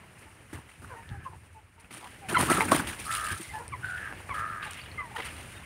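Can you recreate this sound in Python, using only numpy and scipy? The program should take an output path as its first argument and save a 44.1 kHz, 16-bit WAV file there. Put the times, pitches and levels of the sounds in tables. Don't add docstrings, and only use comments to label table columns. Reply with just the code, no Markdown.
import sys
import numpy as np
from scipy import signal
from scipy.fft import rfft, irfft
from scipy.io import wavfile
from scipy.ndimage import uniform_filter1d

SR = 44100
rng = np.random.default_rng(int(sys.argv[2]) if len(sys.argv) > 2 else 0)


def convert_level_to_amplitude(level_db):
    exponent = np.asarray(level_db, float) / 20
    return 10 ** exponent


def inscribe(sig):
    pcm = np.round(np.clip(np.atleast_2d(sig).T, -1, 1) * 32767)
    wavfile.write(sys.argv[1], SR, pcm.astype(np.int16))


N = 249165


def evened(x):
    return x / np.sqrt(np.mean(x ** 2) + 1e-20)


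def add(mix, s, sound):
    part = mix[round(s * SR):][:len(sound)]
    part += sound[:len(part)]


def curve(s, db):
    return convert_level_to_amplitude(np.interp(np.arange(N) / SR, s, db))


def colour(x, points):
    point_hz, point_db = np.transpose(points)
    hz = np.fft.rfftfreq(len(x), 1 / SR)
    gain = convert_level_to_amplitude(np.interp(np.log(hz + 1), np.log(point_hz), point_db))
    return evened(irfft(rfft(x) * gain, len(x)))


def drift(size, hz):
    b, a = signal.butter(2, hz, fs=SR)
    settle = 4000
    return evened(signal.lfilter(b, a, rng.standard_normal(size + settle))[settle:])


def resonate(x, hz, width_hz):
    turn = np.exp(2j * np.pi * np.cumsum(hz * np.ones(len(x))) / SR)
    r = np.exp(-np.pi * width_hz / SR)
    smoothed = signal.lfilter([1 - r], [1, -r], x / turn + 1e-18)
    return 2 * (turn * smoothed).real


def ragged(x, depth_db):
    z = signal.stft(x, nperseg=256, noverlap=192)[2]
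    patches = uniform_filter1d(rng.standard_normal(z.shape), 3, 0)
    patches = evened(uniform_filter1d(patches, 9, 1))
    return evened(signal.istft(z * convert_level_to_amplitude(depth_db * patches), nperseg=256, noverlap=192)[1][:N])


# frequency in Hz, relative level in dB per Hz.
WIND_COLOUR = [(25, -50), (45, -22.5), (85, 4.5), (130, -4.5), (220, -20.5), (400, -21.5), (800, -91)]
# start in seconds, level in dB before fading, fade in dB per second.
GUSTS = [(0, -57.5, 2), (.52, -37, 200), (.78, -51, 9), (1.09, -39.5, 41), (1.9, -59, 40),
         (2.27, -41, 13.5), (3.299, -30, 300), (3.5, -45, 58), (3.67, -43, 30), (4.28, -48.5, 10),
         (4.95, -53.5, 1)]
GUST_RISE_S, GUST_LONGEST_S, LULL_S = .03, 1., .1


def wind():
    power = np.zeros(N)
    next_gusts = GUSTS[1:] + [(N / SR + 1,)]
    for (s, db, fade_db), (next_s, *_) in zip(GUSTS, next_gusts):
        t = np.arange(0, next_s - s + GUST_RISE_S, 1 / SR)
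        rise = np.minimum(t / GUST_RISE_S + (s == 0), 1)
        drop = np.clip((GUST_LONGEST_S - t) / LULL_S, .05, 1)
        add(power, s, (rise * drop * convert_level_to_amplitude(db - fade_db * t)) ** 2)
    lumps = convert_level_to_amplitude(2.5 * drift(N, 18))
    return np.sqrt(power) * evened(colour(rng.standard_normal(N), WIND_COLOUR) * lumps)


# frequency in Hz, relative level in dB per Hz.
MURMUR_COLOUR = [(100, 5), (300, -4), (700, -6.5), (1300, -6), (2100, -5), (2900, -9), (3500, -20),
                 (5500, -26), (9000, -32)]
# frequency in Hz, relative level in dB per Hz.
LEAF_HISS = [(1500, -18.5), (3000, -1.5), (4500, -0.5), (6000, -2), (10000, -0.5), (15500, -10.5)]
# time in seconds, murmur level in dB.
YARD_LEVEL = [(0, -56), (.3, -55), (.75, -56.5), (1, -54), (1.35, -57.5), (1.65, -64), (2.25, -52.5),
              (2.4, -42.5), (3.3, -48), (3.7, -50.5), (4.2, -50), (4.8, -50), (5.45, -48.5), (5.65, -52)]
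LEAF_HISS_DB = -15.5


def yard():
    murmur = ragged(colour(rng.standard_normal(N), MURMUR_COLOUR), 1.94)
    murmur *= convert_level_to_amplitude(1.8 * drift(N, 7.1))
    leaves = colour(rng.standard_normal(N), LEAF_HISS) * convert_level_to_amplitude(LEAF_HISS_DB + 2.2 * drift(N, 8.8))
    return curve(*np.transpose(YARD_LEVEL)) * (murmur + leaves)


# frequency in Hz, relative level in dB per Hz.
SCRAPE = [(500, -11.5), (1300, 7), (2100, 9), (2900, 7.5), (3600, -0.5), (5500, -18.5), (9000, -24.5)]
# frequency in Hz, relative level in dB per Hz.
THUD = [(60, -43), (140, -3.5), (320, -1.5), (500, -12.5), (1100, -9), (1800, -11.5), (3500, -36)]
CONTACTS = {"flap": (0, 2.2, 12.1), "thump": (-17.5, -14.5, 0), "step": (0, 5.6, 4), "rustle": (0, 2, -28),
            "scuff": (-11, 0, -25), "scratch": (-30, 0, -40), "swish": (0, -35, -24)}
# start in seconds, level in dB before the contact's own,
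# length scale in seconds, kind of contact.
SCUFFS = [(0.18, -43, 0.055, "swish"), (0.528, -36.5, 0.073, "flap"), (0.687, -38, 0.12, "scuff"),
          (0.814, -30.5, 0.11, "thump"), (1.24, -46, .04, "step"), (1.528, -48.5, 0.059, "swish"),
          (1.796, -41.5, .023, "swish"), (1.905, -34.5, 0.16, "step"), (2.037, -42, 0.21, "step"),
          (2.285, -22.5, 0.11, "flap"), (2.381, -16.5, 0.13, "flap"), (2.496, -16, 0.11, "flap"),
          (2.577, -5, 0.03, "thump"), (2.6, -21, 0.086, "flap"), (2.68, -9, 0.084, "thump"),
          (2.713, -14.5, 0.083, "flap"), (2.792, -5.5, 0.028, "thump"), (2.869, -23.5, 0.093, "step"),
          (2.985, -26.5, 0.063, "rustle"), (3.041, -25.5, 0.25, "swish"), (3.106, -21, 0.14, "rustle"),
          (3.237, -25.5, 0.22, "rustle"), (3.309, -30, 0.04, "step"), (3.394, -32, 0.2, "rustle"),
          (3.514, -36.5, .1, "rustle"), (3.839, -30, 0.32, "scuff"), (4.081, -29, 0.094, "thump"),
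          (4.338, -24, .04, "scuff"), (4.385, -34, 0.037, "rustle"), (4.622, -21.5, 0.25, "scratch"),
          (4.638, -36, .04, "rustle"), (4.707, -21, 0.0075, "rustle"), (4.792, -25.5, 0.12, "scratch"),
          (5.15, -37, 0.059, "rustle"), (5.157, -17.5, 0.2, "scratch"), (5.245, -18.5, 0.048, "scuff"),
          (5.34, -38, .01, "swish"), (5.363, -30, 0.37, "scuff")]
GRAINS_PER_S = 2500


def scuffs():
    grain_level = convert_level_to_amplitude(1.42 * np.minimum(rng.exponential(1, N), 4))
    grit = grain_level * (rng.random(N) < GRAINS_PER_S / SR) * rng.standard_normal(N)
    grit = evened(grit) + 1.08 * rng.standard_normal(N)
    hiss = ragged(colour(grit, LEAF_HISS), 2.2)
    scrape = ragged(colour(grit, SCRAPE), 3.3)
    thud = ragged(colour(rng.standard_normal(N), THUD), 3)
    parts = np.array([hiss, scrape, thud])
    parts *= convert_level_to_amplitude([2.5 * drift(N, 60) for _ in parts])
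    power = np.zeros((N, 3))
    t = np.arange(SR // 2) / SR
    onset, settling = 1 - np.exp(-t / .002), .2 * np.exp(-t / .09)
    for s, db, length, contact in SCUFFS:
        shape = onset * (np.exp(-.8 * t / length - (t / length) ** 3) + settling)
        part_gains = convert_level_to_amplitude(db + np.array(CONTACTS[contact]))
        add(power, s, (shape[:, None] * part_gains) ** 2)
    hiss_peak = np.quantile(abs(parts[0]), .99998)
    return (np.sqrt(power.T) * parts).sum(0) / hiss_peak


def cluck(length, start_hz, end_hz, db, half_db, octave_db, rough):
    n = round(length * SR)
    u = np.arange(n) / n
    wobble, shake = drift(8000, 150)[:n], drift(8000, 170)[:n]
    pitch_hz = (start_hz + (end_hz - start_hz) * u) * (1 + .04 * rough * wobble)
    angle = np.pi * np.cumsum(pitch_hz) / SR
    tone = np.sin(2 * angle) + convert_level_to_amplitude(octave_db) * np.sin(4 * angle)
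    tone += convert_level_to_amplitude(octave_db + db + 10.0) * (np.sin(6 * angle) + 0.35 * np.sin(8 * angle))
    lowest = np.sin(angle) * np.clip(4 - start_hz / 330, .1, 1)
    tone += convert_level_to_amplitude(half_db) * (lowest + 0.58 * np.sin(3 * angle))
    swell = np.sin(np.pi * u ** 1.1) ** .8
    return convert_level_to_amplitude(db) * tone * (1 - rough + rough * shake) * swell


VOICES = {"clear": (-21, -41, 0.25), "bright": (-26, -5.5, 0.24), "split": (-8.5, -20, 0.36),
          "hoarse": (-16, -17, 0.58), "deep": (0, -28, 0.41)}
# start in seconds, length in seconds, start pitch in Hz,
# end pitch in Hz, level in dB, kind of voice.
CLUCKS = [(0.252, 0.042, 837, 905, -55, "clear"), (0.893, 0.071, 1100, 876, -41, "deep"),
          (0.947, 0.073, 932, 916, -44.5, "bright"), (1.104, 0.076, 834, 784, -47.5, "clear"),
          (1.035, 0.033, 1670, 1800, -51.5, "clear"), (1.25, 0.037, 1107, 1024, -33, "clear"),
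          (1.276, 0.09, 928, 858, -50, "hoarse"), (1.541, 0.071, 900, 840, -49.5, "clear"),
          (1.773, 0.038, 930, 930, -53.5, "clear"), (2.0, 0.084, 891, 973, -42.5, "hoarse"),
          (2.211, .063, 839, 735, -43.5, "clear"), (2.338, 0.032, 1560, 1215, -17.5, "split"),
          (2.365, 0.013, 1067, 998, -17, "bright"), (2.385, .033, 850, 1214, -27, "hoarse"),
          (2.483, 0.0515, 1262, 1354, -19, "split"), (2.567, 0.012, 1320, 1340, -22.5, "clear"),
          (2.6, .039, 892, 903, -25.5, "split"), (3.437, .021, 2060, 2070, -42.5, "clear"),
          (3.487, 0.035, 2080, 2050, -39, "clear"), (3.528, 0.071, 876, 847, -34, "bright"),
          (3.577, 0.064, 955, 942, -39, "split"), (3.72, 0.0354, 1223, 930, -32.5, "bright"),
          (4.287, 0.05, 1220, 995, -31.5, "bright"), (4.65, 0.045, 884, 816, -41, "clear"),
          (4.971, 0.049, 2150, 1996, -30.5, "clear"), (4.975, .06, 1250, 1094, -34, "clear"),
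          (5.009, 0.079, 1046, 895, -43.5, "bright"), (5.106, 0.031, 834, 824, -40.5, "clear"),
          (5.139, 0.04, 974, 796, -36, "clear"), (5.174, 0.039, 1019, 837, -33.5, "deep"),
          (5.544, .048, 3730, 3710, -53.5, "clear")]


def clucks():
    calls = np.zeros(N)
    for s, *row, voice in CLUCKS:
        add(calls, s, cluck(*row, *VOICES[voice]))
    return calls


THROB_HZ, THROB_WAVER = 87.3, .35
THROAT_WIDTH_HZ, HALF_THROAT_DB = 165, -21
BEAK_HZ, BEAK_WIDTH_HZ, BEAK_FOLLOW = 1293, 275, 0.26
RASP = .6


def caw(rows):
    s, *columns = np.transpose(rows)
    t = np.arange(s[0], s[-1], 1 / SR)
    effort_db, throat_hz, beak = (np.interp(t, s, column) for column in columns)
    rate_hz = THROB_HZ * np.clip(1 + THROB_WAVER * drift(len(t), 39.73), .2, 3)
    turns = np.cumsum(rate_hz) / SR
    pulses = np.diff(np.floor(turns), prepend=0) * convert_level_to_amplitude(0.91 * drift(len(t), 27))
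    drive = evened(pulses) + RASP * rng.standard_normal(len(t))
    bands = [(throat_hz, 1 - beak, THROAT_WIDTH_HZ),
             (BEAK_HZ + BEAK_FOLLOW * throat_hz, beak, BEAK_WIDTH_HZ),
             (throat_hz / 2, (1 - beak) * convert_level_to_amplitude(HALF_THROAT_DB), THROAT_WIDTH_HZ)]
    voice = np.zeros(len(t))
    for hz, share, width_hz in bands:
        voice += share * evened(resonate(resonate(drive, hz, width_hz), hz, width_hz))
    voice /= np.hypot(beak, 1 - beak)
    return s[0], convert_level_to_amplitude(effort_db) * voice * signal.windows.tukey(len(t), .1)


# time in seconds, effort in dB,
# throat pitch in Hz, beak opening from 0 to 1.
CAWS = [
    [(1.09, -55, 1290, 0.7), (1.29, -58, 1340, 0.73)],
    [(3.045, -50, 1190, .02), (3.1, -34.5, 1303, 0.37), (3.22, -37, 1280, 0.3), (3.32, -37.5, 1250, 0.67),
     (3.39, -53, 1340, 0)],
    [(3.815, -56, 1450, 0.3), (3.845, -35, 1523, 0.2), (3.94, -40, 1480, 0), (3.99, -41.5, 1470, 0.66),
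     (4.08, -40.5, 1300, 0.73), (4.14, -53, 1200, 0.86)],
    [(4.33, -38.5, 1240, 0.4), (4.4, -33.5, 1268, 0.36), (4.5, -39, 1303, 0.29), (4.65, -43.5, 1214, 0.67),
     (4.76, -58, 1180, 0.2)],
]


def caws():
    calls = np.zeros(N)
    for rows in CAWS:
        add(calls, *caw(rows))
    return calls


def snap(db, hz, t60):
    t = np.arange(4000) / SR
    crack = resonate(rng.standard_normal(len(t)) * convert_level_to_amplitude(-60 * t / 0.0021), hz, hz)
    ring = np.sin(2 * np.pi * hz * t) + 0.72 * np.sin(2 * np.pi * 0.576 * hz * t)
    ring *= (1 - np.exp(-t * hz / 2)) * convert_level_to_amplitude(-60 * t / t60)
    return convert_level_to_amplitude(db) * (0.048 * crack / abs(crack).max() + ring / abs(ring).max())


# start in seconds, level of the ring's peak in dB, pitch in Hz,
# time to fall 60 dB in seconds.
SNAPS = [(1.091, -37, 3260, 0.0018), (1.113, -27, 113, 0.033), (1.846, -41.5, 2580, 0.0062),
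         (1.909, -36, 2000, 0.0024), (2.293, -25, 2560, .008), (2.607, -10, 2120, 0.0064),
         (2.718, -9.5, 1090, 0.032), (3.116, -30, 2140, 0.014), (3.398, -35.5, 330, 0.034),
         (3.68, -34, 8800, 0.0011), (3.91, -44, 7100, .0012), (4.126, -25, 1580, 0.0019),
         (4.202, -40, 930, 0.01), (4.294, -25, 1620, 0.0026), (4.734, -30, 6130, 0.00064),
         (4.815, -39.5, 4540, .015), (4.915, -39.5, 4300, 0.013)]


def snaps():
    knocks = np.zeros(N)
    for s, *row in SNAPS:
        add(knocks, s, snap(*row))
    return knocks


# delay in seconds, level in dB against the direct sound.
WALLS = [(.004, -21), (.009, -8.5), (.017, -21)]
TAIL_DB, TAIL_T60_S = -16, .25


def walls(x):
    t = np.arange(SR // 2) / SR
    taps = rng.standard_normal(len(t)) * convert_level_to_amplitude(-60 * t / TAIL_T60_S) * (t > .012)
    taps *= convert_level_to_amplitude(TAIL_DB) / np.linalg.norm(taps)
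    taps[0] = 1
    for s, db in WALLS:
        taps[round(s * SR)] += convert_level_to_amplitude(db)
    return signal.oaconvolve(x, taps)[:N]


def scene():
    echoing = walls(clucks() + caws() + snaps())
    return (wind() + yard() + scuffs() + echoing)[None]


def low_pass(x):
    return signal.sosfilt(signal.butter(12, 16630, fs=SR, output="sos"), x)


MIC_HZ, MIC_WIDTH_HZ, MIC_DB = 9250, 650, 12
MIC_LOW_HZ, MIC_TOP_HZ = 45, 15750


def record(dry):
    ringing = dry + convert_level_to_amplitude(MIC_DB) * resonate(dry[0], MIC_HZ, MIC_WIDTH_HZ)
    bass_cut = signal.butter(4, MIC_LOW_HZ, "high", fs=SR, output="sos")
    ringing = signal.sosfilt(bass_cut, ringing)
    top_cut = signal.firwin(511, MIC_TOP_HZ, window=("kaiser", 7), fs=SR)
    mix = signal.oaconvolve(ringing, top_cut[None], "same")
    return low_pass(mix)


dry = scene()
out = record(dry)
inscribe(out)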